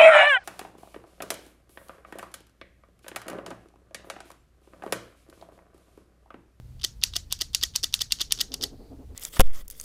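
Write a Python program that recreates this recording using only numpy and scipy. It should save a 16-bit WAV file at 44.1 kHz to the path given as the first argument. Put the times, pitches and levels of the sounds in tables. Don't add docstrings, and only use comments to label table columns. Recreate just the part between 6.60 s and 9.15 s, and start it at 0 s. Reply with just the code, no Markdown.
import sys
import numpy as np
from scipy import signal
from scipy.fft import rfft, irfft, next_fast_len
from scipy.io import wavfile
from scipy.ndimage import uniform_filter1d, map_coordinates

SR = 44100
rng = np.random.default_rng(int(sys.argv[2]) if len(sys.argv) > 2 else 0)


def how_loud(loudness_db):
    steps = np.asarray(loudness_db, float) / 20
    return 10 ** steps


def dump(signal):
    limited = np.clip(np.atleast_2d(signal).T, -1, 1)
    pcm = np.round(limited * 32767).astype(np.int16)
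    wavfile.write(sys.argv[1], SR, pcm)


N = 112454

# f/Hz, level/dB per Hz
AIR_COLOUR = [(20, 1), (60, 0), (116, -8.5), (182, -13.5), (337, -24.5), (1190, -38.5), (5530, -43),
              (16000, -46.5)]
# t/s, level/dB
HUM_LEVEL = [
    (0.0, -45),
    (0.16, -45.5),
    (0.4, -55),
    (0.53, -48),
    (0.72, -65.5),
    (2.5, -58),
    (2.55, -54),
]
# t/s, level/dB
DRONE_LEVEL = [
    (0.0, -47.5),
    (0.02, -48.5),
    (0.23, -46.5),
    (0.3, -67),
    (0.38, -45.5),
    (2.14, -64.5),
    (2.55, -39.5),
]
# f/Hz, level/dB
DRONE_TONES = [(57, -1), (81, -2.5)]
# t/s, level/dB, length/s
TRUNDLE_BUMPS = [
    (1.71, -62, 0.086),
    (1.816, -52, 0.06),
    (1.933, -45, 0.04),
    (2.036, -42, 0.053),
    (2.135, -47.5, 0.038),
    (2.208, -47, 0.023),
    (2.25, -53, 0.046),
    (2.329, -44, 0.035),
    (2.414, -47.5, 0.045),
    (2.523, -51, 0.041),
]
# f/Hz, width/Hz, level/dB
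FLOORBOARDS = [(150.6, 55, -16), (272, 30, 0), (434, 66, -6), (608, 280, -15), (800, 137, -14.5),
               (1063, 460, -28)]
# t/s, level/dB
THUMB_LEVEL = [
    (2.08, -82),
    (2.17, -70),
    (2.3, -72.5),
    (2.4, -88),
]
# f/Hz, width/Hz, level/dB
THUMB_RING = [(4450, 1100, -2), (5100, 1200, -8)]
# f/Hz, time to fall 60 dB/s
ROOM_T60 = [(300, 0.077), (1500, .2), (4500, 0.21), (8000, 0.17), (14000, 0.15)]
# f/Hz, level/dB
ROOM_TONE = [(500, -29.5), (1500, -9.5), (2400, -14), (3200, -5), (4600, -3.5), (5700, 2), (6900, -5),
             (10000, -10.5), (15500, -20)]
# f/Hz, width/Hz, level/dB
SHELL_RING = [(3610, 150, -3), (4520, 300, 4), (5450, 150, -4), (6800, 400, 4), (8200, 200, -4)]
# f/Hz, width/Hz, level/dB
PAWL_RING = [(1170, 560, -15), (3025, 380, 0), (3628, 400, 1), (4608, 500, 3), (5453, 990, -1.5),
             (6607, 890, -6.5), (8613, 2300, -15.5), (11380, 2500, -19), (13040, 2200, -19)]
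# t/s, level/dB, low resonances/dB, high resonances/dB
TEETH_DOWN = [(0.198, -43.5, 4, -10.5), (0.2146, -36, 5, -3), (0.2183, -33.5, 6, 5.5),
              (0.2336, -25.5, -1, 0), (0.526, -44, 2, -6.0), (0.5386, -25.5, 7.5, 0),
              (0.5461, -35.5, 0.0, -2), (0.549, -42, 7, -3), (0.7907, -35, -10, 6), (0.7923, -38, 3, 0),
              (0.8008, -36.5, 1.0, -10), (0.8052, -29, 2, -3.0), (1.0126, -25, -2, -3),
              (1.0165, -43.0, -1.0, 5.0), (1.0184, -31, -4.0, -11.5), (1.0244, -28, 9.5, 2),
              (1.2305, -20.5, -9, -1.5), (1.392, -27.5, 0.5, 2.5), (1.406, -27.5, 1, -4.5),
              (1.5885, -32.5, 5.5, 0.5), (1.5878, -34, -1, -2.0), (1.5974, -28.5, 3, -4.5),
              (1.602, -32, 8, 1.0), (1.7743, -41.5, 3, 2.0), (1.7772, -31, -3, -1),
              (1.7892, -26, 1.5, -0.5), (1.7966, -24.5, 6.5, -5.0), (1.8005, -48, -9.5, -5),
              (2.0125, -24.5, 3, -2.5), (2.0205, -22.0, -8.5, -2)]
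# t/s, level/dB, low resonances/dB, high resonances/dB
TEETH_UP = [(0.4162, -35.5, -4.5, -14), (0.424, -29.5, 14, -7.5), (0.4324, -22, 3, -7),
            (0.4459, -29, -1, 13.5), (0.702, -45.5, 2, 1), (0.7087, -38, 9, -9.5), (0.712, -32, 5, 1.5),
            (0.7154, -42, 9, 3), (0.719, -31, -2, -8.5), (0.7195, -29, 10, -7.5), (0.732, -27.5, 8, 2),
            (0.9337, -34.5, -2.0, 7), (0.9369, -37, 9, 2.5), (0.939, -43, 0.0, -0.5),
            (0.9419, -33.5, 4, -4), (0.9516, -31, -5, 11.5), (0.953, -26, 3, 10), (0.9566, -27.0, -12, 0),
            (1.1384, -44, 5, -2.0), (1.1453, -39.0, 11, -5.0), (1.148, -34, 11, 9), (1.155, -19.5, 3, -5.5),
            (1.1666, -27, -11, 3.5), (1.1685, -28.5, -7.0, 2.0), (1.3272, -30.5, -6.0, 0),
            (1.3358, -29.5, 6.5, 3), (1.337, -34.5, 7.5, 3), (1.3485, -23.5, -1, 17),
            (1.503, -44.5, 2.0, 6.5), (1.509, -28, 9.5, -3.5), (1.515, -35.5, 2.0, -5.0),
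            (1.5172, -30.5, -6.5, 1), (1.529, -22.5, -11, 1.5), (1.702, -44, 1, -3.5),
            (1.7098, -24.5, 3, -12), (1.7179, -25, 13.5, 2.5), (1.7183, -39.5, -7.5, -9),
            (1.92, -29.5, -2, -11.0), (1.926, -37, -4, -4.0), (1.9315, -39, 2.0, 2.5),
            (1.9335, -32, -3, -3.0), (1.9462, -29, 7, -4)]
# t/s, level/dB, low resonances/dB
WHEEL_SLIPS = [(0.2398, -27, -18), (0.2404, -19, -2.0), (0.242, -13.5, -3.5), (0.5544, -28, -1),
               (0.5585, -19, -1.5), (0.5703, -31, 7), (0.809, -26, 4), (0.8129, -12.5, -7),
               (1.0284, -16, -1.5), (1.0298, -19.5, -6), (1.0351, -17.5, -6), (1.2348, -20, -4.5),
               (1.2366, -13, -5.5), (1.4101, -16.5, -2.5), (1.4128, -24, -5), (1.4147, -19.5, -5.5),
               (1.6069, -23, 3.0), (1.6089, -16, -2.5), (1.6216, -31, -1.0), (1.6221, -26, 7),
               (1.803, -26.5, -1.0), (1.8033, -24, 1.0), (1.8062, -16, -1.5), (1.8083, -16.5, -2),
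               (1.809, -37, 0.0), (2.0283, -18.5, -4), (2.0323, -21.5, -3), (2.0369, -19.5, -14)]
# t/s, level/dB, rebound delay/s, rebound loss/dB, hollow knock/dB
STOP_HITS = [
    (0.2458, -12.5, 0.002, 1, -33),
    (0.563, -13.5, 0.0029, -1.5, -33),
    (0.817, -14, 0.0023, 2, -34.5),
    (1.035, -9, 0.002, 6, -31.5),
    (1.2401, -12, 0.0026, -1.5, -31),
    (1.4164, -9.5, 0.0027, 4.5, -32.5),
    (1.6132, -13, 0.0033, 0, -31.5),
    (1.8109, -9.5, 0.0028, 2, -34),
    (2.037, -12.5, 0.0027, 2.5, -33),
]
# f/Hz, width/Hz, level/dB
STOP_RING = [(1914, 89, -11), (2960, 227, -4.5), (3516, 308, 0.5), (4530, 510, -2.5), (5120, 540, -1.5),
             (6290, 790, -6.5), (7815, 350, -10.5), (9500, 740, -15), (11000, 1500, -21), (11810, 830, -16),
             (12900, 830, -14.5), (16000, 2100, -22.5)]
# f/Hz, width/Hz, level/dB
TANK_RING = [(341, 85, 4.35), (690, 44.5, 1.016), (1258, 186, 0.7), (1950, 36, 6.7)]
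# t/s, level/dB, brightness/dB per octave, low resonances/dB, thud/dB
SNAP_HITS = [
    (0.4362, -4, -2, -2, -34),
    (0.7243, -9.5, 1.5, 0, -28),
    (0.9473, -5.5, -2.4, -4.5, -33.5),
    (1.1596, -7.5, -2.5, -9.5, -31),
    (1.3398, -4.5, 0.2, 4.5, -35),
    (1.5211, -5, -2.5, -2.7, -36),
    (1.7216, -4, 0, 0.4, -32.5),
    (1.94, -16.5, -3, -7, -35),
]
# f/Hz, width/Hz, level/dB
CAP_RING = [(1880, 230, -22.5), (2825, 434, -7), (3670, 492, -5), (4570, 336, -3), (5690, 404, -3),
            (6540, 1100, -10), (7840, 780, -11), (8900, 270, -9.5), (10030, 420, -8.5), (11500, 980, -18),
            (13690, 630, -12), (15600, 390, -26.5)]
# f/Hz, width/Hz, level/dB
JOLT_RING = [(437, 300, -7.5), (1050, 400, 4.5)]


def unit(x):
    return x / np.sqrt(np.mean(x ** 2) + 1e-20)


def along(points, hz):
    f, value = np.transpose(points)
    return np.interp(np.log(hz + 1), np.log(f + 1), value)


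def curve(rows):
    return np.interp(np.arange(N) / SR, *np.transpose(rows))


def filtered(x, response):
    size = next_fast_len(len(x) + 4096)
    spectrum = rfft(x, size) * response(np.fft.rfftfreq(size, 1 / SR))
    return irfft(spectrum, size)[:len(x)]


def body(peaks):
    def response(f):
        total = 0
        for k, (centre, width, db) in enumerate(peaks):
            damping = 1j * f * width
            total = total + (-1) ** k * how_loud(db) * damping / (centre ** 2 - f ** 2 + damping)
        return total
    return response


def add(out, s, x):
    part = out[round(s * SR):][:len(x)]
    part += x[:len(part)]


def unsteady(hz, drift_hz):
    drift = map_coordinates(rng.standard_normal(40), [np.arange(N) * 12 / SR])
    return -np.cos(2 * np.pi * np.cumsum(hz + drift_hz * drift) / SR)


def background():
    noise = rng.standard_normal(N)
    air = how_loud(-49) * unit(filtered(noise, lambda hz: how_loud(along(AIR_COLOUR, hz)) * (hz > 18)))
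    hum = how_loud(curve(HUM_LEVEL) - 2) * unsteady(119.3, 3.02)
    drone = sum(how_loud(db) * unsteady(hz, 4.96) for hz, db in DRONE_TONES)
    return air + hum + how_loud(curve(DRONE_LEVEL)) * drone


def trundle():
    t = np.arange(N) / SR
    swell = np.zeros(N)
    for s, db, length in TRUNDLE_BUMPS:
        swell += how_loud(db) * np.exp(-((t - s) / (0.73 * length)) ** 2)
    boards = body(FLOORBOARDS)
    rumble = filtered(rng.standard_normal(N), lambda f: boards(f) / (1 + (f / 1300) ** 4))
    return swell * unit(rumble)


def thumb():
    ring = body(THUMB_RING)
    rub = filtered(rng.standard_normal(N), lambda f: ring(f) ** 2)
    return how_loud(curve(THUMB_LEVEL)) * unit(rub)


def room(x):
    delay_s, rise_s, room_db, patchy_db = 0.0023, 0.00265, -18.5, 2.5
    hz, t, noise = signal.stft(rng.standard_normal(N), SR, nperseg=128)
    click_energy = np.abs(uniform_filter1d(x ** 2, size=64))
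    energy = np.interp(t - delay_s, np.arange(N) / SR, click_energy)
    age = t[:300]
    fall_db = along(ROOM_TONE, hz)[:, None] - 60 * age / along(ROOM_T60, hz)[:, None]
    tail = how_loud(fall_db) * (1 - np.exp(-age / rise_s))
    power = signal.fftconvolve(energy[None], tail ** 2, axes=1)[:, :len(t)]
    level = np.sqrt(np.abs(power) / np.mean(np.sum(tail ** 2, axis=1)))
    patches = uniform_filter1d(rng.standard_normal(noise.shape), size=2, axis=0)
    patches = unit(uniform_filter1d(patches, size=12, axis=1))
    echoes = signal.istft(noise * level * how_loud(patchy_db * patches), SR, nperseg=128)[1][:N]
    shell = body(SHELL_RING)
    return how_loud(room_db) * filtered(echoes, lambda f: np.sqrt(1 + np.abs(shell(f)) ** 2))


def even(x):
    z = rfft(x, 2 * len(x))
    colour = np.sqrt(np.abs(uniform_filter1d(np.abs(z) ** 2, size=50)) + 1e-12)
    return irfft(z / colour)[:len(x)]


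def contact(peaks, db, t60, hold=0., tilt=0., low_db=0., high_db=0., rise=0.000067, blow=0.):
    scatter_db, detune = 1.5, 0.012
    t = np.arange(2048) / SR
    stirred = []
    for centre, width, gain in peaks:
        pitch_luck, level_luck = rng.standard_normal(2)
        gain = gain + scatter_db * level_luck + tilt * np.log2(centre / 4500)
        gain += low_db * (centre < 4000) + high_db * (centre > 7000)
        stirred.append((centre * (1 + detune * pitch_luck), width, gain))
    shape = (1 - np.exp(-t / rise)) * how_loud(-60 * np.maximum(t - hold, 0) / t60)
    push = rng.standard_normal(len(t)) * shape + blow * (t == 0)
    x = filtered(even(push), body(stirred))
    return how_loud(db) * x / np.abs(x).max()


def add_slip(out, s, db, t60, low_db, high_db=0.):
    x = contact(PAWL_RING, db, t60, low_db=low_db, high_db=high_db, rise=0.00065)
    add(out, s - np.argmax(np.abs(x)) / SR, x)


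def ratchet(out):
    first_tooth = [(0.194, -52.5, 1, -8)]
    for s, db, low_db, high_db in first_tooth + TEETH_DOWN + TEETH_UP:
        add_slip(out, s, db + 0.084, 0.014, low_db, high_db)


def grind(out):
    for s, db, low_db in WHEEL_SLIPS:
        add_slip(out, s, db + 0.1, 0.012, low_db)


def stop(out):
    t60 = 0.017
    for s, db, later, loss_db, knock_db in STOP_HITS:
        add(out, s + 0.0004, contact(STOP_RING, db + 1.5, t60, high_db=3, blow=7.1))
        add(out, s + later, contact(STOP_RING, db + 2.5 - loss_db, t60, tilt=-0.83, blow=13))
        add(out, s - 0.003, contact(TANK_RING, knock_db, 0.012, hold=0.0064, blow=23.3))


def snap(out):
    for s, db, tilt, low_db, thud_db in SNAP_HITS:
        cap = contact(CAP_RING, db + 2, 0.013, tilt=tilt, hold=0.00074, low_db=low_db, blow=6.68)
        add(out, s + 0.0004, contact(JOLT_RING, thud_db, 0.006, blow=45))
        add(out, s + 0.00036, cap)


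def lighter():
    out = np.zeros(N)
    ratchet(out)
    grind(out)
    stop(out)
    snap(out)
    return out


def scene():
    clicks = lighter()
    return (background() + trundle() + thumb() + room(clicks) + clicks)[None]


def top_cut(x):
    return signal.sosfilt(signal.butter(12, 16980, fs=SR, output="sos"), x)


def record(dry):
    x = filtered(dry[0], lambda hz: how_loud(-28 / (1 + (15720 / (hz + 1)) ** 80)))
    return top_cut(x[None])


dry = scene()
out = record(dry)
dump(out)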